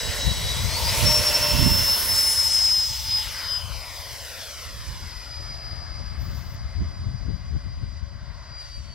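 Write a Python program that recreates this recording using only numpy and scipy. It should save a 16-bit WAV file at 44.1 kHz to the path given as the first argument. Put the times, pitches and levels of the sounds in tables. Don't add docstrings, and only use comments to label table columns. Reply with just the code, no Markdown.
import sys
import numpy as np
from scipy import signal
from scipy.fft import rfft, irfft, next_fast_len
from scipy.io import wavfile
from scipy.ndimage import map_coordinates

SR = 44100
rng = np.random.default_rng(int(sys.argv[2]) if len(sys.argv) > 2 else 0)


def output_pcm(signal):
    pcm = np.clip(np.atleast_2d(signal).T, -1, 1) * 32767
    wavfile.write(sys.argv[1], SR, np.round(pcm).astype(np.int16))


N = 394650
TIME_S = np.arange(N) / SR

# time in seconds, rate in Hz.
BLADE_RATE_HZ = [(0, 3885), (.6, 3897), (.675, 4025), (.7, 4160), (.775, 4500), (.9, 4985), (.95, 5178),
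                 (1.04, 5425), (1.2, 5415), (1.55, 5348), (2.2, 5190), (2.72, 5106), (3.6, 5008),
                 (5.1, 4943), (7, 4853), (8.61, 4815), (8.67, 4722), (8.77, 4716), (8.84, 4555),
                 (8.95, 4545)]
# time in seconds, level in dB.
BLADE_TONE_DB = [(0, -35), (.16, -45.5), (.24, -30.5), (.41, -39), (.52, -31.5), (.68, -42), (.775, -29.5),
                 (.81, -45), (.895, -22), (.925, -35), (.95, -32), (.99, -47), (1.03, -40), (1.065, -20.5),
                 (1.185, -19), (1.225, -35), (1.275, -15), (1.325, -36), (1.355, -19.5), (1.4, -39),
                 (1.43, -20), (1.475, -30), (1.515, -24), (1.55, -36), (1.585, -26), (1.68, -21.5),
                 (1.75, -23.5), (1.9, -21), (2.07, -30), (2.14, -22), (2.5, -22.5), (2.73, -18),
                 (3.03, -35.5), (3.16, -22.5), (3.29, -39.5), (3.57, -30), (3.68, -51), (3.8, -42),
                 (4.47, -51), (5.0, -46.5), (5.5, -40), (6.12, -46.5), (6.4, -53.5), (7.26, -49),
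                 (8.14, -56), (8.48, -50), (8.53, -43), (8.6, -41), (8.68, -49), (8.75, -45), (8.82, -55),
                 (8.95, -49)]
# time in seconds, shaft turn in dB, second multiple in dB, third multiple in dB.
MULTIPLES_DB = [(0, -57, -44, -70), (.62, -60, -47, -70), (.85, -47, -48, -65), (1.05, -37, -35, -52),
                (1.5, -35, -39, -46), (1.95, -50, -44, -36), (2.3, -65, -33, -43), (2.9, -77, -54, -58),
                (5.5, -92, -68, -90), (8.58, -88, -92, -99), (8.65, -86, -73, -99), (8.95, -85, -82, -99)]
# time in seconds, level in dB per kHz, treble loss by distance and heading in dB (before its share).
RUSH_DB = [(0, -38.5, 2), (.61, -38.5, 2.5), (1.0, -35.5, -2), (1.6, -35.5, 2.5), (2.3, -39.5, 2.5),
           (3.0, -49, -4), (3.35, -40, 7.5), (3.7, -42, 11.5), (4.35, -44, 3.5), (5.0, -45.5, 10),
           (5.9, -42.5, 28.5), (7.3, -48, 27.5), (7.89, -52, 20.5), (8.15, -48, 30.5), (8.56, -46, 28.5),
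           (8.61, -50, 11), (8.78, -54, 8.5), (8.95, -52, 17)]
# pitch in Hz, level in dB, share of the treble loss taken (ratio).
RUSH_SHAPE_DB = [(800, -0.5, 0.15), (1710, -0.5, 0.15), (3250, 1.5, 0.65), (4430, -7, 0.37),
                 (6650, 2, 0.55), (8630, -4, 1), (11030, -10, 0.15), (13200, 2, 1.9), (15500, -14.5, 1.1)]
# pitch in Hz, gain in dB.
RUSH_COLOUR_DB = [(200, -5), (310, -9), (400, -10.5), (520, -5), (680, 1.5), (810, -5), (1000, 0.5),
                  (1600, -2), (2150, 2), (2450, -3.5), (3080, 0), (3400, 1), (5000, 7.5), (7000, -4.5),
                  (15700, 3)]
# pitch in Hz, correlation (0-1).
RUSH_LIKENESS = [(1000, 0.89), (3500, 0.93), (15000, 0.56)]
# time in seconds, pipe in Hz, pipe level in dB, stall in Hz, stall level in dB.
HOWL_HZ_DB = [(0, 886, -62, 1970, -75), (.68, 875, -65, 1960, -62), (.78, 917, -38, 2160, -49),
              (1.02, 920, -40, 2600, -39.5), (1.55, 924, -42, 2690, -34.5), (2.0, 898, -47, 2814, -45),
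              (2.9, 885, -52.5, 3010, -61), (3.25, 870, -49, 3070, -47), (3.6, 882, -61, 3070, -42.5),
              (4.2, 880, -75, 3060, -71)]
# time in seconds, lag in ms, mean strength (0-1).
GRASS_ECHO_MS = [(0, .9, .4), (1, .6, .15), (3.18, .15, .12), (3.3, .23, .5), (3.45, .36, .55),
                 (3.6, .5, .62), (3.9, .67, .6), (4.2, .84, .6), (4.5, 1.08, .55), (4.8, 1.43, .5),
                 (5.1, 1.71, .5), (5.5, 2.05, .4), (8.95, 2.4, .1)]
# pitch in Hz, left minus right in dB, left lead in rad.
PORT_BIAS = [(300, 3.4, 0), (2400, 2.5, -.1), (4900, 3.8, .05), (6000, 1.5, -.5), (8100, -6.5, .3),
             (10500, -4.5, 1.2), (15000, -1.5, 1.8)]
# time in seconds, left port lag in ms.
LEFT_LAG_MS = [(0, -0.015), (2.5, 0.0064), (5.5, 0.043), (8.95, 0.049)]
# pitch in Hz, relative density in dB.
BUFFET_DB = [(22, -49), (45, -3), (70, -1.5), (110, -6), (180, -16), (300, -32.5), (480, -49)]
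# time in seconds, left port in dB, right port in dB.
BREEZE_DB = [(0, -33, -32), (.8, -30.5, -28), (1.9, -41, -28), (2.9, -31, -41), (4.5, -38.5, -48),
             (5.0, -32, -51), (6.1, -30.5, -34), (7.2, -28, -33), (7.9, -34, -37), (8.6, -36.5, -43),
             (8.95, -36, -41)]
# middle in seconds, length between 1/e power points in seconds, peak level in dB.
GUSTS_S_DB = [
    [(0.277, 0.087, -18.5), (0.597, 0.33, -22.5), (0.848, 0.16, -22.5), (3.7, 0.16, -28),
     (5.048, 0.074, -28), (5.43, 0.15, -35.5), (5.98, 0.12, -28), (6.27, 0.26, -24), (6.8, 0.13, -22),
     (7.15, 0.26, -28.5), (7.31, 0.097, -21), (7.56, 0.083, -22), (7.87, 0.97, -29), (8.82, 0.24, -29)],
    [(0.087, 0.071, -23), (0.428, 0.094, -27), (1.112, 0.18, -19.5), (1.66, 0.24, -14.5), (4.85, 0.31, -31),
     (6.82, 0.064, -19.5), (7.065, 0.1, -26.5), (7.55, 0.09, -33), (8.75, 0.15, -35.5)],
]

BLADES = 9
GRASS_TURN_RAD = 2.5
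GRASS_CUT_HZ = 4800
HOLDER_LAG_MS, HOLDER_SHARE = 2.05, .16
AIR_START_S, AIR_DB_PER_S = 4.0, 4.0
NOZZLE_S, NOZZLE_SPREAD_S, NOZZLE_DB = 2.32, 0.96, 9.5
NOZZLE_HZ, NOZZLE_OCTAVES_PER_S, NOZZLE_OCTAVES = 9100, 1.27, 0.69
LENS_S, LENS_HALF_S, LENS_EDGE_S = 6.375, .175, .06
GEAR_END_HZ, GEAR_TOP_HZ, GEAR_DB = 12800, 20200, -62
LENS_HISS_DB, LENS_WHIRR_DB, LENS_SAG_DB = -50, -54, 9
HUM_HZ, HUM_DB = 565, -63
SELF_NOISE_DB, CUTOFF_HZ = -78, 15760


def in_time(rows):
    time_s, *columns = np.transpose(rows)
    return [np.interp(TIME_S, time_s, column) for column in columns]


def at_hz(rows, hz, axis=1):
    table = np.array(rows)
    return np.interp(np.log(hz), np.log(table[:, 0]), table[:, axis])


def from_db(db):
    return np.exp(np.asarray(db) * (np.log(10) / 20))


def rms_one(x):
    return x / np.sqrt(np.mean(x ** 2, axis=-1, keepdims=True) + 1e-20)


def drift(corner_hz):
    pole = np.exp(-2 * np.pi * corner_hz * 40 / SR)
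    white = rng.standard_normal(N // 40 + 2002)
    slow = signal.lfilter([1], [1, -2 * pole, pole * pole], white)[2000:]
    return np.interp(np.arange(N) / 40, np.arange(len(slow)), rms_one(slow))


def bands(low_hz, high_hz, count):
    edges_hz = np.geomspace(low_hz, high_hz, count + 1)
    white = rng.standard_normal((2, 2, N))
    for k, (low, high) in enumerate(zip(edges_hz, edges_hz[1:])):
        band_pass = signal.butter(2, [low, high], "band", fs=SR, output="sos")
        yield np.sqrt(low * high), signal.sosfilt(band_pass, white[k % 2])


def late(x, lag_ms):
    where = np.broadcast_to(np.arange(N) - lag_ms * SR / 1000, x.shape)
    return np.array([map_coordinates(c, [w], order=3, mode="nearest") for c, w in zip(x, where)])


def port_gains(hz):
    half = from_db(at_hz(PORT_BIAS, hz) / 2) * np.exp(.5j * at_hz(PORT_BIAS, hz, axis=2))
    return np.array([half, 1 / half])


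def hum():
    waver = drift(9) + 1j * drift(9)
    tone = waver * np.exp(2j * np.pi * HUM_HZ * TIME_S)
    return (from_db(HUM_DB) * tone * port_gains(HUM_HZ)[:, None]).real


def wind():
    gust_power = [
        sum(from_db(db) ** 2 * np.exp(-(2 * (TIME_S - mid_s) / length_s) ** 2)
            for mid_s, length_s, db in port)
        for port in GUSTS_S_DB]
    power = from_db(in_time(BREEZE_DB)) ** 2 + gust_power
    port_db = 10 * np.log10(power) + 2.09 * np.array([drift(16.0), drift(13.2)])
    out = 0
    for hz, pair in bands(21.84, 548, count=9):
        reach_db = 0.81 * np.clip(np.log2(hz / 75), 0, 1.9) * (port_db + 21.5)
        out = out + from_db(port_db + 25.5 + at_hz(BUFFET_DB, hz) + reach_db) * pair
    return out


def lens():
    off = np.minimum(np.abs(TIME_S - LENS_S) / LENS_HALF_S, 2)
    gate = np.clip((1 - off) * LENS_HALF_S / LENS_EDGE_S + 1, 0, 1) ** 2
    gear_hz = GEAR_TOP_HZ + (GEAR_END_HZ - GEAR_TOP_HZ) * off
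    white = rng.standard_normal((2, N))
    high_pass = signal.butter(14, 11700, "high", fs=SR, output="sos")
    whirr_band = signal.butter(2, [2500, 6300], "band", fs=SR, output="sos")
    hiss = rms_one(signal.sosfilt(high_pass, white))
    whirr = rms_one(signal.sosfilt(whirr_band, white[0]))
    gear = np.sqrt(2) * np.sin(2 * np.pi * np.cumsum(gear_hz) / SR)
    gear = gear * from_db(GEAR_DB + 3.5 * drift(60)) * (off < 1)
    noise = from_db(LENS_HISS_DB) * hiss + from_db(LENS_WHIRR_DB) * whirr
    return gate * (gear + from_db(1.1 * drift(74) - LENS_SAG_DB * off) * noise)


def duct():
    pipe_hz, pipe_db, stall_hz, stall_db = in_time(HOWL_HZ_DB)
    out = 0
    for hz, db, corner_hz in [(pipe_hz, pipe_db, 30), (stall_hz, stall_db, 90)]:
        carrier = np.exp(2j * np.pi * np.cumsum(hz) / SR)
        howl = (drift(corner_hz) + 1j * drift(corner_hz)) * carrier
        out = out + (from_db(db) * howl * port_gains(hz)).real
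    return out


def grass_echo(direct):
    lag_ms, strength = in_time(GRASS_ECHO_MS)
    analytic = signal.hilbert(direct, next_fast_len(N))[:, :N]
    turned = (analytic * np.exp(-1j * GRASS_TURN_RAD)).real
    turned = signal.sosfilt(signal.butter(1, GRASS_CUT_HZ, fs=SR, output="sos"), turned)
    strength = strength * from_db(1.2 * drift(4.5))
    return (direct + strength * late(turned, lag_ms)) / np.sqrt(1 + 2.55 * strength ** 2)


def rush():
    level_db, loss_db = in_time(RUSH_DB)
    together = drift(0.83)
    air_db = AIR_DB_PER_S * np.maximum(TIME_S - AIR_START_S, 0)
    passing_db = NOZZLE_DB * np.exp(-((TIME_S - NOZZLE_S) / NOZZLE_SPREAD_S) ** 2)
    out = 0
    for hz, (mid, side) in bands(184.0, 16320, count=20):
        db = level_db + at_hz(RUSH_SHAPE_DB, hz) - at_hz(RUSH_SHAPE_DB, hz, axis=2) * loss_db
        db -= (hz / 13000) ** 4 * air_db
        octaves_off = np.log2(hz / NOZZLE_HZ) + NOZZLE_OCTAVES_PER_S * (TIME_S - NOZZLE_S)
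        db += passing_db * np.exp(-(octaves_off / NOZZLE_OCTAVES) ** 2)
        db += (hz < 560) * 0.69 * (level_db + 46.0)
        db += 0.25 * together + 1.36 * drift(11.6)
        likeness = at_hz(RUSH_LIKENESS, hz)
        unlike = np.sqrt(np.clip(1 - likeness, 0, 1) / (1 + likeness))
        gain = np.sqrt(SR / 2000) * from_db(db)
        out = out + gain * (mid + unlike * side * [[1], [-1]])
    out = grass_echo(out)
    size = next_fast_len(N)
    hz = np.maximum(np.fft.rfftfreq(size, 1 / SR), 1)
    response = from_db(at_hz(RUSH_COLOUR_DB, hz)) * port_gains(hz)
    return irfft(rfft(out, size) * response, size)[:, :N]


def whine():
    blade_hz, = in_time(BLADE_RATE_HZ)
    phase = 2 * np.pi * np.cumsum(blade_hz) / SR
    skirt = from_db(-16.0) * (drift(160) + 1j * drift(180))
    multiples = [1, 1 / BLADES, 2, 3]
    levels_db = [*in_time(BLADE_TONE_DB), *in_time(MULTIPLES_DB)]
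    out = 0
    for multiple, db in zip(multiples, levels_db):
        amplitude = np.sqrt(2) * from_db(db + 1.77 * drift(10.0))
        tone = amplitude * (1 + max(multiple, 1) * skirt) * np.exp(1j * multiple * phase)
        waver = 0.15 * drift(1.2) + .3j * drift(0.38)
        apart = np.exp(waver * np.array([[1], [-1]]) * min(multiple, 1))
        out = out + (tone * apart * port_gains(multiple * blade_hz)).real
    return out


def scene():
    background = hum() + wind() + lens()
    air = duct() + rush()
    echo = np.roll(air, round(HOLDER_LAG_MS * SR / 1000), axis=1)
    air = (air + HOLDER_SHARE * echo) / np.sqrt(1 + HOLDER_SHARE ** 2)
    left, right = air + whine()
    left = late(left[None], in_time(LEFT_LAG_MS)[0])[0]
    return np.array([left, right]) + background


def record(dry):
    hiss = from_db(SELF_NOISE_DB) * rng.standard_normal(dry.shape)
    low_pass = signal.ellip(12, .3, 75, CUTOFF_HZ, fs=SR, output="sos")
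    return signal.sosfilt(low_pass, dry + hiss)


dry = scene()
out = record(dry)
output_pcm(out)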